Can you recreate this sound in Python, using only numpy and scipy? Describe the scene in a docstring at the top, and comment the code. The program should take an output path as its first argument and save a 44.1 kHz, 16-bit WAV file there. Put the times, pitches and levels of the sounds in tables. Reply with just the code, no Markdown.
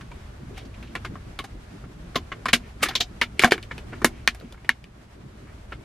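"""Traffic rumble runs throughout, with a drone and soft hiss: shaped noise through a parked car's shell.
Over it a thin plastic water bottle snaps as it is gripped, opened and lifted in the cabin.
Each snap is a burst of slips ringing panel, ribs, wall, shell modes and hollow; the padded cabin answers.
Deep dents boom, random ticks crinkle faintly, and the loudest snaps clip the recorder."""
import sys
import numpy as np
from scipy import signal
from scipy.fft import rfft, irfft, next_fast_len
from scipy.io import wavfile
from scipy.ndimage import uniform_filter1d, map_coordinates

SR = 44100
rng = np.random.default_rng(int(sys.argv[2]) if len(sys.argv) > 2 else 0)


def unload_wav(signal):
    """Save mono or channel-first audio to the path in sys.argv[1] as 16-bit WAV at rate SR, clipped to [-1, 1]."""
    wavfile.write(
        sys.argv[1],
        SR,
        np.round(np.clip(np.atleast_2d(signal).T, -1, 1) * 32767).astype(np.int16),
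    )


N = 257544
SPAN_SAMPLES = 16384  # holds one snap with its tail


def amp(db):
    """Gain of a level in dB."""
    return 10 ** (np.asarray(db) / 20)


def unit_rms(x):
    """x at rms 1."""
    return x / np.sqrt(np.mean(x ** 2) + 1e-20)


def unit_energy(x):
    """x at energy 1."""
    return x / np.linalg.norm(x)


def along(points, hz):
    """(Hz, value) points read on a log frequency axis."""
    point_hz, value = np.transpose(points)
    return np.interp(np.log(hz + 1), np.log(point_hz + 1), value)


def at_time(points, s):
    """(s, value) points read on a linear time axis."""
    return np.interp(s, *np.transpose(points))


def wobble(knots_per_s):
    """Smooth random curve through normal-distributed knots."""
    knots = rng.standard_normal(int(N * knots_per_s / SR) + 4)
    return map_coordinates(knots, [np.arange(N) * knots_per_s / SR])


def filtered(x, response):
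    """x times a complex response of frequency."""
    m = next_fast_len(x.shape[-1] + 4096)
    spectrum = rfft(x, m) * response(np.fft.rfftfreq(m, 1 / SR))
    return irfft(spectrum, m)[..., :x.shape[-1]]


def resonance(f, hz, width_hz):
    """Causal response of one damped resonance, gain 1 at its centre."""
    return 1j * f * width_hz / (hz * hz - f * f + 1j * f * width_hz)


def paired(two, alike, gain):
    """Left and right mixed from two unrelated signals, to a set likeness at each frequency."""
    def mid_side(f):
        turn = np.arccos(np.clip(along(alike, f), -1, 1)) / 2
        return gain(f) * np.array([np.cos(turn), np.sin(turn)])

    mid, side = filtered(two, mid_side)
    return np.array([mid + side, mid - side])


# Stereo width of the steady sounds. Each row: frequency in Hz, left-right likeness from -1 to 1.
OUTSIDE_LIKENESS = [(60, 1.0), (180, 0.99), (550, 0.13), (1650, 0.069), (4970, 0.031), (15000, 0.047)]


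def rush(spectrum, patchy_db):
    """Shaped stereo noise of rms 1, with random gain patches in time and frequency."""
    z = signal.stft(rng.standard_normal((2, N + 512)), nperseg=512)[2]
    field = uniform_filter1d(rng.standard_normal(z.shape[1:]), size=6, axis=0)
    field = uniform_filter1d(field, size=10, axis=1)
    patchy = signal.istft(z * amp(patchy_db * unit_rms(field)), nperseg=512)[1][:, :N]
    return unit_rms(paired(patchy, OUTSIDE_LIKENESS, lambda f: amp(along(spectrum, f))))


# Low traffic noise. Each row: frequency in Hz, relative density in dB per Hz.
RUMBLE_SPECTRUM = [(8.8, -35), (15, -12), (54, 3.5), (86, -1.5), (113, -2), (134, -9.5), (179, -19.5),
                   (200, -7.5), (260, -28), (440, -120)]


def rumble(rumble_db):
    """Low noise whose level follows the traffic, made lumpy by a wobble."""
    return amp(rumble_db + 0.62 * wobble(12.0)) * rush(RUMBLE_SPECTRUM, patchy_db=-0.45)


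# Mid traffic noise. Each row: frequency in Hz, relative density in dB per Hz.
DRONE_SPECTRUM = [(71, -33), (120, -7.5), (350, -14), (529, -22), (582, -21), (700, -41.5), (910, -56),
                  (1540, -120)]
DRONE_MEAN_DB, DRONE_DB_PER_RUMBLE_DB = -46, .9


def drone(swell_db):
    """Patchy low-mid noise that follows the rumble's swell."""
    level_db = DRONE_MEAN_DB + DRONE_DB_PER_RUMBLE_DB * swell_db + 0.39 * wobble(33)
    return amp(level_db) * rush(DRONE_SPECTRUM, patchy_db=3.63)


# Broadband noise. Each row: frequency in Hz, relative density in dB per Hz.
HISS_SPECTRUM = [(240, -28), (400, -3), (528, -11), (598, -1.5), (867, -5), (981, -5), (1440, -5.5),
                 (12600, -25), (15200, -46.5), (16100, -69)]
HISS_MEAN_DB, HISS_DB_PER_RUMBLE_DB, HISS_FLUTTER_DB = -49.5, 0.65, 1.2


def hiss(swell_db):
    """Soft broadband noise that follows the swell at part strength, with a quick flutter."""
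    level_db = HISS_MEAN_DB + HISS_DB_PER_RUMBLE_DB * swell_db + HISS_FLUTTER_DB * wobble(28)
    return amp(level_db) * rush(HISS_SPECTRUM, patchy_db=-0.45)


# Swell of the traffic. Each row: time in seconds, rumble level in dB.
TRAFFIC_LEVEL = [(0.0, -42.5), (0.41, -41), (1.12, -42), (2.3, -43.5), (2.81, -42), (3.5, -43),
                 (3.89, -39.5), (4.13, -41), (4.59, -48), (4.81, -50.5), (5.11, -48.5), (5.629, -44.5),
                 (5.84, -44.5)]


def outside():
    """Traffic through the car's shell: one swell drives rumble, drone and hiss."""
    rumble_db = at_time(TRAFFIC_LEVEL, np.arange(N) / SR)
    swell_db = rumble_db - rumble_db.mean()
    return rumble(rumble_db) + drone(swell_db) + hiss(swell_db)


# Modes of the bottle's shell. Each row: frequency in Hz, width in Hz, relative level in dB.
SHELL_MODES = [(723, 76, 5), (1070, 40, 2), (1440, 210, 0), (1770, 130, 5), (2250, 160, 10), (2900, 170, 7),
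               (3480, 81, 3), (4300, 20, -11.5), (4730, 120, -17.5), (6610, 750, 1)]
SHELL_DB_AT_1_MS, SHELL_DB_PER_SLIP_DOUBLING = -5.5, -2  # quick slips ring it harder


def shell_ring(struck, slip_ms):
    """The struck sound rings the shell's modes; the grip changes them a little each time."""
    bend = rng.normal(1, 0.032, len(SHELL_MODES))
    strength_db = rng.normal(0, 1.5, len(SHELL_MODES))

    def modes(f):
        return sum(amp(db + more_db) * resonance(f, hz * shift, width_hz)
                   for (hz, width_hz, db), shift, more_db in zip(SHELL_MODES, bend, strength_db))

    level_db = SHELL_DB_AT_1_MS + SHELL_DB_PER_SLIP_DOUBLING * np.log2(slip_ms)
    return amp(level_db) * np.linalg.norm(struck) * unit_energy(filtered(struck, modes))


# Decay of the cabin. Each row: frequency in Hz, t60 in seconds.
CABIN_DECAY = [(150, 0.19), (500, 0.03), (1500, 0.065), (5000, 0.077), (14000, 0.074)]
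# Stereo width of the cabin's answer. Each row: frequency in Hz, left-right likeness from -1 to 1.
CABIN_LIKENESS = [(60, 0.39), (180, 1), (550, 0.97), (1650, 1), (4970, 0.68), (15000, -0.54)]
# What the seats send back. Each row: frequency in Hz, gain in dB.
UPHOLSTERY_GAIN = [(300, -1), (2500, -2.5), (6000, 1.5), (14000, 1.5)]


def cabin_tail():
    """The cabin's short diffuse impulse response: noise dying at its own speed per frequency."""
    noise = rng.standard_normal((2, SPAN_SAMPLES // 2))
    hz, t, z = signal.stft(noise, SR, nperseg=128)
    decay = amp(-60 * t / along(CABIN_DECAY, hz)[:, None])
    tail = signal.istft(z * decay, SR, nperseg=128)[1]
    tail = paired(tail / np.linalg.norm(tail[0]), CABIN_LIKENESS,
                  lambda f: amp(along(UPHOLSTERY_GAIN, f)))
    build_up = 1 - np.exp(-np.arange(tail.shape[1]) / SR / .002)  # surfaces join in
    return tail * build_up


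def cabin(x):
    """The cabin's answer to one snap."""
    return signal.fftconvolve(x[None], cabin_tail(), axes=1)[:, :SPAN_SAMPLES]


# Air and water in the bottle. Each row: frequency in Hz, relative level in dB, t60 in seconds.
HOLLOW_MODES = [(239.7, 19.5, 0.13), (467, -20.5, 0.15), (590, -24, 0.14)]


def hollow():
    """A dent softly squeezes the air inside and the hollow rings; energy 1."""
    t = np.arange(SPAN_SAMPLES) / SR
    push = np.exp(-((t - .003) / 0.00077) ** 2)
    ring = sum(amp(db + rng.normal(0, 0.83) - 60 * t / t60) * np.sin(2 * np.pi * hz * t)
               for hz, db, t60 in HOLLOW_MODES)
    return unit_energy(signal.fftconvolve(push, ring)[:SPAN_SAMPLES])


def ring_parts(low, high, hz, panel_width, wall_hz, ribs_db, crack_db, wall_db):
    """Slips ring panel, ribs, crack and wall; panel_width is a share of hz, dB are against the panel."""
    def part(slips, response):
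        return unit_energy(filtered(slips, response))

    panel = part(low, lambda f: resonance(f, hz, panel_width * hz) ** 2)
    ribs = part(low, lambda f: resonance(f, 4040, 3200) ** 2)
    crack = part(high, lambda f: resonance(f, 11100, 8900) ** 2)
    wall = part(low, lambda f: resonance(f, wall_hz, 190) ** 2 + 0.44 * resonance(f, 490, 1200) ** 2)
    return panel - amp(ribs_db) * ribs + amp(crack_db) * crack - amp(wall_db) * wall


SQUEEZE_DB = -24  # every snap rings the hollow a little
PORT_LAG_SAMPLES = .9  # left leads right


def snap(hz, wall_hz, ribs_db, crack_db, wall_db, cabin_db, slip_ms):
    """A crease gives way in a burst of uneven slips that rings bottle and cabin."""
    u = np.arange(SPAN_SAMPLES) / SR / (slip_ms / 1000)
    parts = dict(hz=hz, wall_hz=wall_hz, ribs_db=ribs_db, crack_db=crack_db, wall_db=wall_db)
    grains = rng.standard_normal(SPAN_SAMPLES) * amp(1.9 * rng.standard_normal(SPAN_SAMPLES))
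    slips = grains * u ** 1.39 * np.exp(-1.3 * u)
    fast_slips = grains * u ** 2 * np.exp(-1.6 * u)  # treble peaks later, once the crease runs fast
    near = ring_parts(slips, fast_slips, panel_width=0.3, **parts)

    # all sides of the bottle, summed up in one jolt
    jolt = 1. * (np.arange(SPAN_SAMPLES) == round(1.3 * slip_ms / 1000 * SR))
    around = ring_parts(jolt, jolt, panel_width=0.91, **parts)
    shell = shell_ring(around, slip_ms)
    near, around = near + shell, around + shell

    def port_lag(f):
        return np.exp(-1j * np.pi * f * PORT_LAG_SAMPLES / SR * np.array([[-1], [1]]))

    direct = filtered(np.array([near, near]), port_lag)
    return direct + amp(cabin_db) * cabin(around) + amp(SQUEEZE_DB) * hollow()


# Fingers working the plastic. Each row: start in seconds, end in seconds, pitch in Hz, level in dB.
CRINKLE_SPELLS = [(0.526, 0.64, 2800, -25), (0.795, 0.95, 2840, -33), (2.618, 2.675, 2200, -26.5),
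                  (2.793, 2.94, 1700, -10), (3.36, 3.5, 2220, -19.5), (3.91, 3.97, 2030, -22),
                  (4.068, 4.27, 2300, -32), (4.368, 4.5, 2500, -37), (5.46, 5.517, 1700, -28)]
TICKS_PER_S, TICK_SCATTER_DB = 900, 2.5
TICK_WIDTH = 0.6  # panel bandwidth as a share of its pitch
CRINKLE_CABIN_DB = 7.0


def crinkle():
    """Random ticks of uneven size swell and fade, ring a small panel, and the cabin answers."""
    dry = np.zeros(N)
    t = np.arange(SPAN_SAMPLES) / SR
    for start, end, hz, db in CRINKLE_SPELLS:
        chance, size, sign = rng.random((3, SPAN_SAMPLES))
        swell = np.sin(np.pi * np.clip(t / (end - start), 0, 1))
        strength = amp(db - TICK_SCATTER_DB * np.log(size + 1e-9)) * np.sign(sign - .5)
        ticks = (chance < TICKS_PER_S / SR) * swell * strength
        ringing = filtered(ticks, lambda f: resonance(f, hz, TICK_WIDTH * hz) ** 2)
        dry[round(start * SR):][:SPAN_SAMPLES] += ringing
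    answer = cabin_tail()
    return dry + amp(CRINKLE_CABIN_DB) * signal.fftconvolve(dry[None], answer, axes=1)[:, :N]


# Buckling snaps. Each row: start in seconds, level in dB, panel in Hz, wall in Hz,
# crack in dB against the panel, wall in dB against the panel, slip time in ms.
BUCKLING_SNAPS = [(0.009, -17, 1330, 1220, -21, -24, 1.23), (0.115, -25, 2250, 940, -16, 6, 0.99),
                  (0.571, -21.5, 2000, 780, -9.5, -1, 3.8), (0.648, -29.5, 4200, 900, -17, -1, 2.5),
                  (0.74, -24.5, 2230, 390, -30, -19, 1.5), (0.826, -20.5, 2260, 388, -18, 1, 1.43),
                  (0.952, -5.5, 1980, 1030, -18, 1, 1.16), (1.046, -7.5, 1430, 367, -21, -9, 2.3),
                  (1.155, -15.5, 1320, 1070, -33, 1, 0.71), (1.389, -6, 2900, 1106, -13, 2, 1.1),
                  (1.44, -17.5, 1450, 770, -8.5, 1, 1.47), (1.838, -24.5, 1320, 393, -34, 0, 1.37),
                  (2.146, -17, 1610, 1070, -21, -3, 1.4), (2.155, 3, 3840, 1070, -14, 0.5, 2.23),
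                  (2.318, -4.6, 1930, 1070, -42, -1, 0.5), (2.456, 2, 1300, 980, -20.5, -6.5, 0.81),
                  (2.483, 0, 1920, 1030, -19, -7, 1.6), (2.53, 11, 2060, 1046, -9.5, -8.5, 2.03),
                  (2.814, -12, 1420, 1070, -8.5, -11, 7.2), (2.827, 4, 2410, 1190, -1.5, -2.5, 2.46),
                  (2.849, -5.4, 1600, 370, -18, -14, 4.8), (2.885, 0, 3700, 705, -13, -8, 2.12),
                  (2.904, -13.5, 1440, 390, -21, -7, 3.5), (2.934, -18, 1740, 1070, -20.5, -3.5, 1.1),
                  (2.952, 9.5, 3560, 1026, -16.5, -16.5, 1.63), (3.002, 9, 3700, 706, -16.5, -14, 3),
                  (3.213, 9, 2060, 922, -19, -9, 1.46), (3.231, -13.5, 2250, 1310, -13, -1.5, 2),
                  (3.394, 8, 2250, 394, -12, -6, 0.43), (3.4153, -2, 1670, 1240, -15.5, -19.5, 0.56),
                  (3.419, 0, 1500, 390, -8, -12.5, 2.35), (3.4365, 10.5, 2250, 1070, -26, 1, 0.25),
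                  (3.444, 13.5, 1570, 675, -15.5, -1, 0.62), (3.469, -14, 2200, 660, -7, 10.5, 3.1),
                  (3.509, 0.7, 2290, 381, -13.5, -11, 1.36), (3.5201, 13.5, 1750, 406, -16, -1.5, 0.49),
                  (3.579, -8.5, 1670, 376, -22, -3.5, 0.44), (3.627, -15, 2600, 390, -11, -11, 0.94),
                  (3.71, -7, 1860, 930, -41, -4.5, 1.67), (3.779, -15, 2500, 380, -12.5, 2.5, 1.07),
                  (3.923, -14.5, 1630, 392, -35, 2.5, 6.2), (4.016, -9, 1500, 387, -22, 2, 2.4),
                  (4.0448, 11.5, 1770, 364, -1, 2.5, 1.06), (4.2755, 18, 1910, 1094, -16, -17, 0.37),
                  (4.347, -21.5, 1880, 685, -0.5, -1, 1.1), (4.399, -23, 4300, 700, -6.5, -20, 0.71),
                  (4.41, -30, 4200, 1200, -20, 8, 1.1), (4.523, -16.5, 3660, 496, -10.5, -7.5, 1.57),
                  (4.543, -21.5, 1490, 800, -30, -9.5, 1.5), (4.575, -27, 1890, 900, -28, -1, 2.7),
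                  (4.645, -19, 2220, 385, -22, 1, 1.84), (4.692, 15, 1830, 920, -19, -14, 0.34),
                  (4.841, -19, 2760, 468, -16, -10, 0.55), (5.72, -16.5, 2660, 1320, -27, 7, 2.2)]
# Deep dents that make the hollow boom. Each row: start in seconds, level in dB.
DEEP_DENTS = [(0.419, -11), (0.813, -14), (2.157, -3), (2.456, -7), (2.531, 7.5), (2.815, -4),
              (2.884, -8.5), (3.213, -6.5), (3.4424, 13), (3.922, -11), (4.016, -5.5), (4.0446, 3.5),
              (4.442, -8.5)]
# Cabin's share, high while the bottle is hidden, low when held up in the open.
# Each row: time in seconds, level in dB for a 1 ms slip.
LIFT_CABIN_SHARE = [(0.0, 4), (2.4, 5), (3.0, 3.5), (3.25, 3.5), (4.0, -1.5), (4.7, -3.5), (5.7, 3)]
CABIN_DB_PER_SLIP_DOUBLING = 3  # longer slips fill the cabin more
RIBS_DB, RIBS_DB_PER_CRACK_DB, RIBS_MOST_DB = 7.5, 0.99, -4  # ribs ring in step with the crack
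LEFT_LEAN_DB = .2  # left up, right down by this much


def bottle():
    """Every snap and dent at its moment and strength, over the crinkle."""
    out = np.zeros((2, N + SPAN_SAMPLES))
    for s, db, hz, wall_hz, crack_db, wall_db, slip_ms in BUCKLING_SNAPS:
        cabin_db = at_time(LIFT_CABIN_SHARE, s) + CABIN_DB_PER_SLIP_DOUBLING * np.log2(slip_ms)
        ribs_db = min(RIBS_DB + RIBS_DB_PER_CRACK_DB * crack_db, RIBS_MOST_DB)
        sound = snap(hz, wall_hz, ribs_db, crack_db, wall_db, cabin_db, slip_ms)
        out[:, round(s * SR):][:, :SPAN_SAMPLES] += amp(db) * sound
    for s, db in DEEP_DENTS:
        out[:, round(s * SR):][:, :SPAN_SAMPLES] += amp(db) * hollow()
    return (out[:, :N] + crinkle()) * amp([[LEFT_LEAN_DB], [-LEFT_LEAN_DB]])


def scene():
    """The bottle over the sounds from outside."""
    return bottle() + outside()


# Treble roll-off of the whole sound. 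Each row: frequency in Hz, gain in dB.
TREBLE_ROLLOFF = [(20, 1), (9000, -5), (13000, -7.5), (15000, -16.5), (16300, -24.5)]
BAND_LIMIT_HZ = 16290


def record(dry):
    """The top octave fades; the recorder clips, then cuts above its band limit."""
    heard = filtered(dry, lambda f: amp(along(TREBLE_ROLLOFF, f)))
    clipped = heard / (1 + np.abs(heard) ** 12) ** (1 / 12)
    return filtered(clipped, lambda f: f < BAND_LIMIT_HZ)


dry = scene()
out = record(dry)
unload_wav(out)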